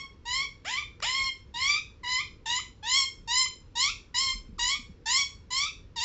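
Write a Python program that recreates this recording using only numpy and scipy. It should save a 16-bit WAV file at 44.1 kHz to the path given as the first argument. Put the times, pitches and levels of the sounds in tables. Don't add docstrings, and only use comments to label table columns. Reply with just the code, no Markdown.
import sys
import numpy as np
from scipy import signal
from scipy.fft import rfft, irfft
from scipy.io import wavfile
from scipy.ndimage import uniform_filter1d

SR = 44100
rng = np.random.default_rng(int(sys.argv[2]) if len(sys.argv) > 2 else 0)


def volts_from_db(level):
    exponent = np.asarray(level, float) / 20
    return 10 ** exponent


def generate_wav(sig):
    pcm = np.round(np.clip(np.atleast_2d(sig).T, -1, 1) * 32767).astype(np.int16)
    wavfile.write(sys.argv[1], SR, pcm)


N = 266496
LEAD = SR // 4


def evened(x):
    return x / np.sqrt(np.mean(x ** 2) + 1e-20)


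def read(points, hz):
    f, value = np.transpose(points)
    return np.interp(np.log(hz + 1), np.log(f + 1), value)


def add(mix, s, sound):
    part = mix[LEAD + round(s * SR):][:len(sound)]
    part += sound[:len(part)]


def resonate(x, hz, width_hz):
    r = np.exp(-np.pi * width_hz / SR)
    poles = [1, -2 * r * np.cos(2 * np.pi * hz / SR), r * r]
    once = signal.lfilter([1], poles, x)
    return signal.lfilter([1], poles, once)


def rumble():
    # hz, level_db (per Hz)
    floor_spectrum = [(16, -27.5), (40, 3.5), (75, -4.5), (150, -11), (300, -15.5), (480, -17.5),
                      (680, -34.5), (1000, -27.5), (1600, -33.5), (2400, -35.5), (3800, -39.5),
                      (5500, -41.5), (7600, -51.5), (8600, -84)]
    rumble_db, hum_db = -51, -64
    frames, hz = N // 256 + 5, np.fft.rfftfreq(1024, 1 / SR)
    a, b, patches = rng.standard_normal((frames, 513, 3)).T
    patches = uniform_filter1d(patches, size=6, axis=0)
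    patches = evened(uniform_filter1d(patches, size=12, axis=1))
    z = (a + 1j * b) * volts_from_db(read(floor_spectrum, hz)[:, None] + 1.4 * patches)
    noise = signal.istft(z, nperseg=1024, noverlap=768)[1][:N]
    hum = resonate(rng.standard_normal(N), hz=98.7, width_hz=3.9)
    return volts_from_db(rumble_db) * evened(noise) + volts_from_db(hum_db) * evened(hum)


def hand():
    # start_s, peak_db, ring_hz
    bumps = [
        (4.265, -39, 103),
        (4.352, -39.5, 209),
        (4.487, -38.5, 217),
        (4.527, -41.5, 180),
        (4.789, -41.5, 240),
        (4.892, -39, 186),
    ]
    # middle_s, half_length_s, level_db
    shakes = [
        (4.4, .13, -44.5),
        (4.616, 0.084, -50),
        (4.849, .07, -50),
    ]
    out, t = np.zeros(N + LEAD), np.arange(3000) / SR
    for s, peak_db, hz in bumps:
        fade = volts_from_db(peak_db - 60 * t / 0.099)
        onset = np.minimum(t / 0.004, 1)
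        add(out, s, fade * np.sin(2 * np.pi * hz * t) * onset)
    clock = np.arange(N) / SR
    level = sum(volts_from_db(db) * np.exp(-((clock - s) / half) ** 2) for s, half, db in shakes)
    shaking = evened(resonate(rng.standard_normal(N), hz=40, width_hz=25))
    return out[LEAD:] + level * shaking


def room(x):
    # hz, t60_s
    ring_time = [(500, 0.26), (1000, 0.35), (2000, 0.28), (4000, 0.29), (6000, 0.3), (8000, 0.29)]
    # hz, level_db
    echo_colour = [(500, -2), (1000, -12), (1500, -9), (2200, 6), (3200, 2.5), (4500, -5), (6000, -1),
                   (8000, -5)]
    # delay_s, level_db
    walls = [(.0021, -12.5), (.0057, -24.5), (.0094, -8.5), (.0138, -8.5), (.019, -9)]
    taps, spacing = np.zeros(SR), 20
    at = np.arange(500, SR - spacing, spacing)
    taps[at + rng.integers(0, spacing, len(at))] = rng.choice([-1., 1.], len(at))
    hz, t, z = signal.stft(taps, SR, nperseg=256)
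    decay = volts_from_db(-60 * t / np.clip(read(ring_time, hz), .05, 2)[:, None])
    decay /= np.sqrt((decay ** 2).sum(1, keepdims=True) * 128 / spacing)
    tail = signal.istft(z * decay, SR, nperseg=256)[1][:SR]
    for s, db in walls:
        tail[round(s * SR)] += volts_from_db(db)
    tail = irfft(rfft(tail) * volts_from_db(read(echo_colour, np.fft.rfftfreq(SR, 1 / SR))), SR)
    return signal.fftconvolve(x, tail)[:len(x)]


def controls(pitch, level_db, boost_db, beak, peak, start_db, start_beak, end_db, end_beak, count=80):
    level_share = 0.2
    s, hz = np.transpose(pitch)
    t = np.linspace(s[0], s[-1], count)
    u, peak = (t - s[0]) / (s[-1] - s[0]), np.clip(peak, .1, .95)
    before = np.clip(1 - u / peak, 0, 1) ** 1.74
    after = np.clip((u - peak) / (1 - peak), 0, 1) ** 2.58
    slack_db = start_db * before + end_db * after
    attack_s, release_s, release_db, swell_db = 0.0089, 0.013, -6, 0.5
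    level_db = level_db + level_share * slack_db + swell_db * (u - .5)
    level_db += 0.42 * start_db * np.exp(-(t - s[0]) / attack_s)
    level_db += release_db * np.exp((t - s[-1]) / release_s)
    hz = np.interp(t, s, hz)
    flick_db, flick_beak, flick_hz_per_s = -4.5, -7.5, 8400
    flick = np.clip(np.gradient(hz, t) / flick_hz_per_s, 0, 1) ** 2 * (u > peak)
    boost_db = boost_db + (1 - level_share) * slack_db + flick_db * flick
    low_db = 9 * np.minimum(np.log2(hz / 930), 0)
    level_db, boost_db = level_db + low_db, boost_db - low_db
    beak = beak + start_beak * before + end_beak * after + flick_beak * flick
    return np.transpose([t, hz, level_db, boost_db, beak])


def squawk(rows, tongue_db, rasp):
    # hz, level_db
    throat = [(500, 0), (1500, -8.5), (2100, -3.5), (2700, -7), (3300, -6), (3800, -1.5), (4400, -1),
              (5300, 2.5), (5750, -4), (6050, -6), (6500, -9.5), (7200, -4.5), (7800, -17), (8600, -58.5)]
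    pulse_db = [-0.5, -1, 1, -2.5, -7, 0.5, -5, -10]
    tongue_hz = [2130, 3323, 4560, 5240, 7200]
    # hz, level_db
    breath_colour = [(700, -35), (1500, -22), (2500, -6.5), (4000, -6), (5300, 12.5), (6100, -11),
                     (7200, 15), (7900, -21.5), (8600, -48)]
    s, *columns = np.transpose(rows)
    t = np.arange(s[0], s[-1] + 0.0048, 1 / SR)
    since = t - t[0]
    hz, level_db, boost_db, beak = (
        uniform_filter1d(np.interp(t, s, c), size=120, mode="nearest") for c in columns)
    boost_db = boost_db - np.clip(-np.gradient(hz) * SR / 1500 - 4, 0, 14)
    wobble, drift, air = rng.standard_normal((3, SR // 2))[:, :len(t)]

    settle_s, settled_hz = .02, 950
    unsettled = np.exp(-since / (settle_s * max(settled_hz / hz[0], 1)))
    jitter = .002 * rasp * (1 + 3 * unsettled)
    hz = hz * (1 + jitter * evened(uniform_filter1d(wobble, size=120)))
    flutter_hz = 305 * (1 + .04 * evened(uniform_filter1d(drift, size=900)))
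    flutter_depth = .06 * rasp * (1 + 0.22 * unsettled)
    flutter = flutter_depth * np.sin(2 * np.pi * np.cumsum(flutter_hz) / SR)

    phase = 2 * np.pi * np.cumsum(hz) / SR
    k = np.arange(2, 18)[:, None]
    order_db = np.pad(pulse_db, (0, len(k) - len(pulse_db)), mode="edge")[:, None]
    colour_db = order_db + read(throat, k * hz) + beak * np.log2(k * hz / 3500)
    colour_db += read(list(zip(tongue_hz, tongue_db)), k * hz)
    shimmer_db = 2.5
    shimmer = uniform_filter1d(rng.standard_normal((len(k), SR // 2)), size=400, axis=1)[:, :len(t)]
    colour_db += shimmer_db * rasp * evened(shimmer)
    waves = np.cos(k * (phase + flutter) - k * k)
    overtones = (volts_from_db(colour_db) * (k * hz < 9000) * waves).sum(0)
    voice = np.cos(phase + 0.62 * flutter) + volts_from_db(boost_db) * overtones

    air = irfft(rfft(air) * volts_from_db(read(breath_colour, np.fft.rfftfreq(len(t), 1 / SR))), len(t))
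    breath_db, first_puff_db = -20.5, 20.5
    breath_db = breath_db + boost_db + beak + first_puff_db * unsettled
    swoop_db, swoop_s = 11, 0.05
    swoop = since / swoop_s
    breath_db += swoop_db * max(settled_hz / hz[0] - 1, 0) * swoop * np.exp(1 - swoop)
    voice += rasp * volts_from_db(breath_db) * evened(air) * (1 + 0.53 * np.cos(phase))

    edge = np.clip(np.minimum(since / .006, (t[-1] - t) / .008), 0, 1) ** 2
    return s[0], np.sqrt(2) * volts_from_db(level_db) * voice * edge


def parrot():
    # time_s, pitch_hz
    squawks = [
        [(-.2, 1055), (-.12, 1124), (-.004, 1078)],
        [(.25, 911), (.282, 966.5), (.326, 1001), (.368, 1074), (.4, 1084), (.428, 1147), (.464, 1077)],
        [(.644, 501), (.66, 695), (.714, 988), (.754, 1041), (.786, 1191), (.816, 1190), (.83, 1020)],
        [(1.0, 471), (1.004, 483)],
        [(1.02, 533), (1.03, 602.5), (1.05, 872), (1.066, 953), (1.094, 1026), (1.138, 1043), (1.156, 1084),
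         (1.284, 1065), (1.296, 1028)],
        [(2.824, 816), (2.856, 890), (2.898, 1005), (2.926, 1021), (2.97, 1113), (3.026, 1066), (3.054, 1072)],
        [(4.14, 975), (4.156, 965), (4.194, 1041), (4.222, 1085), (4.274, 1057), (4.325, 1046), (4.334, 1228)],
        [(5.055, 860), (5.085, 915), (5.097, 950), (5.131, 1032), (5.157, 1053), (5.183, 1134), (5.237, 1100)],
    ]
    # time_s, pitch_hz
    more_squawks = [
        [(1.537, 913), (1.569, 951), (1.615, 1051), (1.669, 1120), (1.703, 1177), (1.747, 1169), (1.773, 1267),
         (1.789, 1267)],
        [(2.029, 1070), (2.045, 961), (2.105, 1008), (2.175, 1022), (2.192, 1084), (2.21, 1220), (2.225, 1206)],
        [(2.455, 985), (2.465, 884), (2.501, 945.4), (2.575, 1020), (2.585, 992), (2.599, 1310), (2.607, 1057)],
        [(3.272, 931), (3.284, 915), (3.306, 936.4), (3.322, 979.5), (3.4, 1042), (3.458, 1013), (3.466, 1270)],
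        [(3.75, 953), (3.756, 911), (3.794, 987), (3.854, 1135), (3.87, 1144), (3.888, 1240), (3.904, 1410)],
        [(4.58, 1460), (4.592, 939), (4.684, 1010), (4.712, 1116), (4.744, 1108), (4.756, 1224), (4.772, 1165)],
        [(5.502, 986), (5.528, 1009), (5.622, 1148), (5.636, 1174), (5.652, 1168), (5.672, 1328), (5.686, 1190)],
        [(5.956, 1044), (5.966, 938.4), (5.98, 921.5), (6.002, 904), (6.034, 1006), (6.08, 1093)],
    ]
    # fundamental_db, overtone_boost_db, beak_db_per_octave, peak_moment_0_to_1,
    # tongue_db
    efforts = [ (-31, 3, 1, 0, 2.6), (-40.5, 5.5, 0, 0.39, 1.4), (-41, 3.5, -4.5, 0.4, 3),
               (-29.5, -3, -1, 0.2, -5), (-39.5, 4, -2.5, 0.9, 2.4), (-39, 6, -2.5, 0.53, 1.4),
               (-39, 5.5, -0.5, 0.5, 0.6), (-38, 4.5, .3, 0.66, 3), (-38.5, 10, 4.5, 0.55, 2.7),
               (-36.5, 7.5, 2.5, 0.53, 1.6), (-37.5, 6.5, 3.5, 0.4, 1.7), (-40, 7.5, 5, 0.16, 1.6),
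               (-39.5, 7, 2.5, 0.53, 2), (-37, 6, 3.5, 0.66, 0.9), (-39.5, 6.5, 5, 0.4, 3),
               (-39, 6.5, 3, 1, 0.5), ]
    # start_db, start_beak_db_per_octave, end_db, end_beak_db_per_octave
    shapes = [ (-7.5, 5, -15, -6), (-13, -4, -10.5, -6), (-11.5, -6.5, -10, -12), (-8, -5, -4.5, -4.5),
              (-1, -1, -3, -4), (-16.5, -1.5, -6.5, -0.5), (-16, -9, -8.5, -12), (-4, -3.5, -13, 1),
              (-21, -13.5, -8.5, 3), (-12, -2.5, -9.5, 2.5), (-13, -6, -1, -5.5), (-4, -16.5, -11.5, -1.5),
              (-4, -4, -13, -12), (-6, -7.5, -7, -7), (-7, -8, -5.5, -13.5), (-11.5, -3.5, -4, 10), ]
    tops_db = [0, -1.5, 2.5, 6, -0.5, 1.2, -3.5, 0.5, -1.2, -0.5, 1, -2.5, 1.2, 3, -0.2, -1.3]
    rasps = [.6, .9, 1.4, 1, 1.1, 1.5, 1.0, 1.3, .9, .7, 1.2, 1.1, 1.1, 1.2, 1.2, 1.3]
    tongue_shares = [-0.61, 1.3, -2.1, -1.1]
    bird = np.zeros(N + LEAD)
    pitches = sorted(squawks + more_squawks)
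    for pitch, (*effort, tongue), shape, top_db, rasp in zip(pitches, efforts, shapes, tops_db, rasps):
        tongue_db = np.append(tongue * np.array(tongue_shares), top_db)
        add(bird, *squawk(controls(pitch, *effort, *shape), tongue_db, rasp))
    return bird


def scene():
    bird = parrot()
    bird_in_room = (bird + room(bird))[LEAD:]
    return (bird_in_room + rumble() + hand())[None]


def roll_off(x):
    return signal.sosfilt(signal.butter(12, 8600, fs=SR, output="sos"), x)


def record(dry):
    edge_hz, shelf_db, bass_hz = 7750, -13, 28
    taps = signal.firwin(255, edge_hz, window=("kaiser", 6), fs=SR)
    cut = signal.oaconvolve(dry, taps[None], "same")
    cut = cut + volts_from_db(shelf_db) * (dry - cut)
    cut = signal.sosfilt(signal.butter(2, bass_hz, "highpass", fs=SR, output="sos"), cut)
    return roll_off(cut)


dry = scene()
out = record(dry)
generate_wav(out)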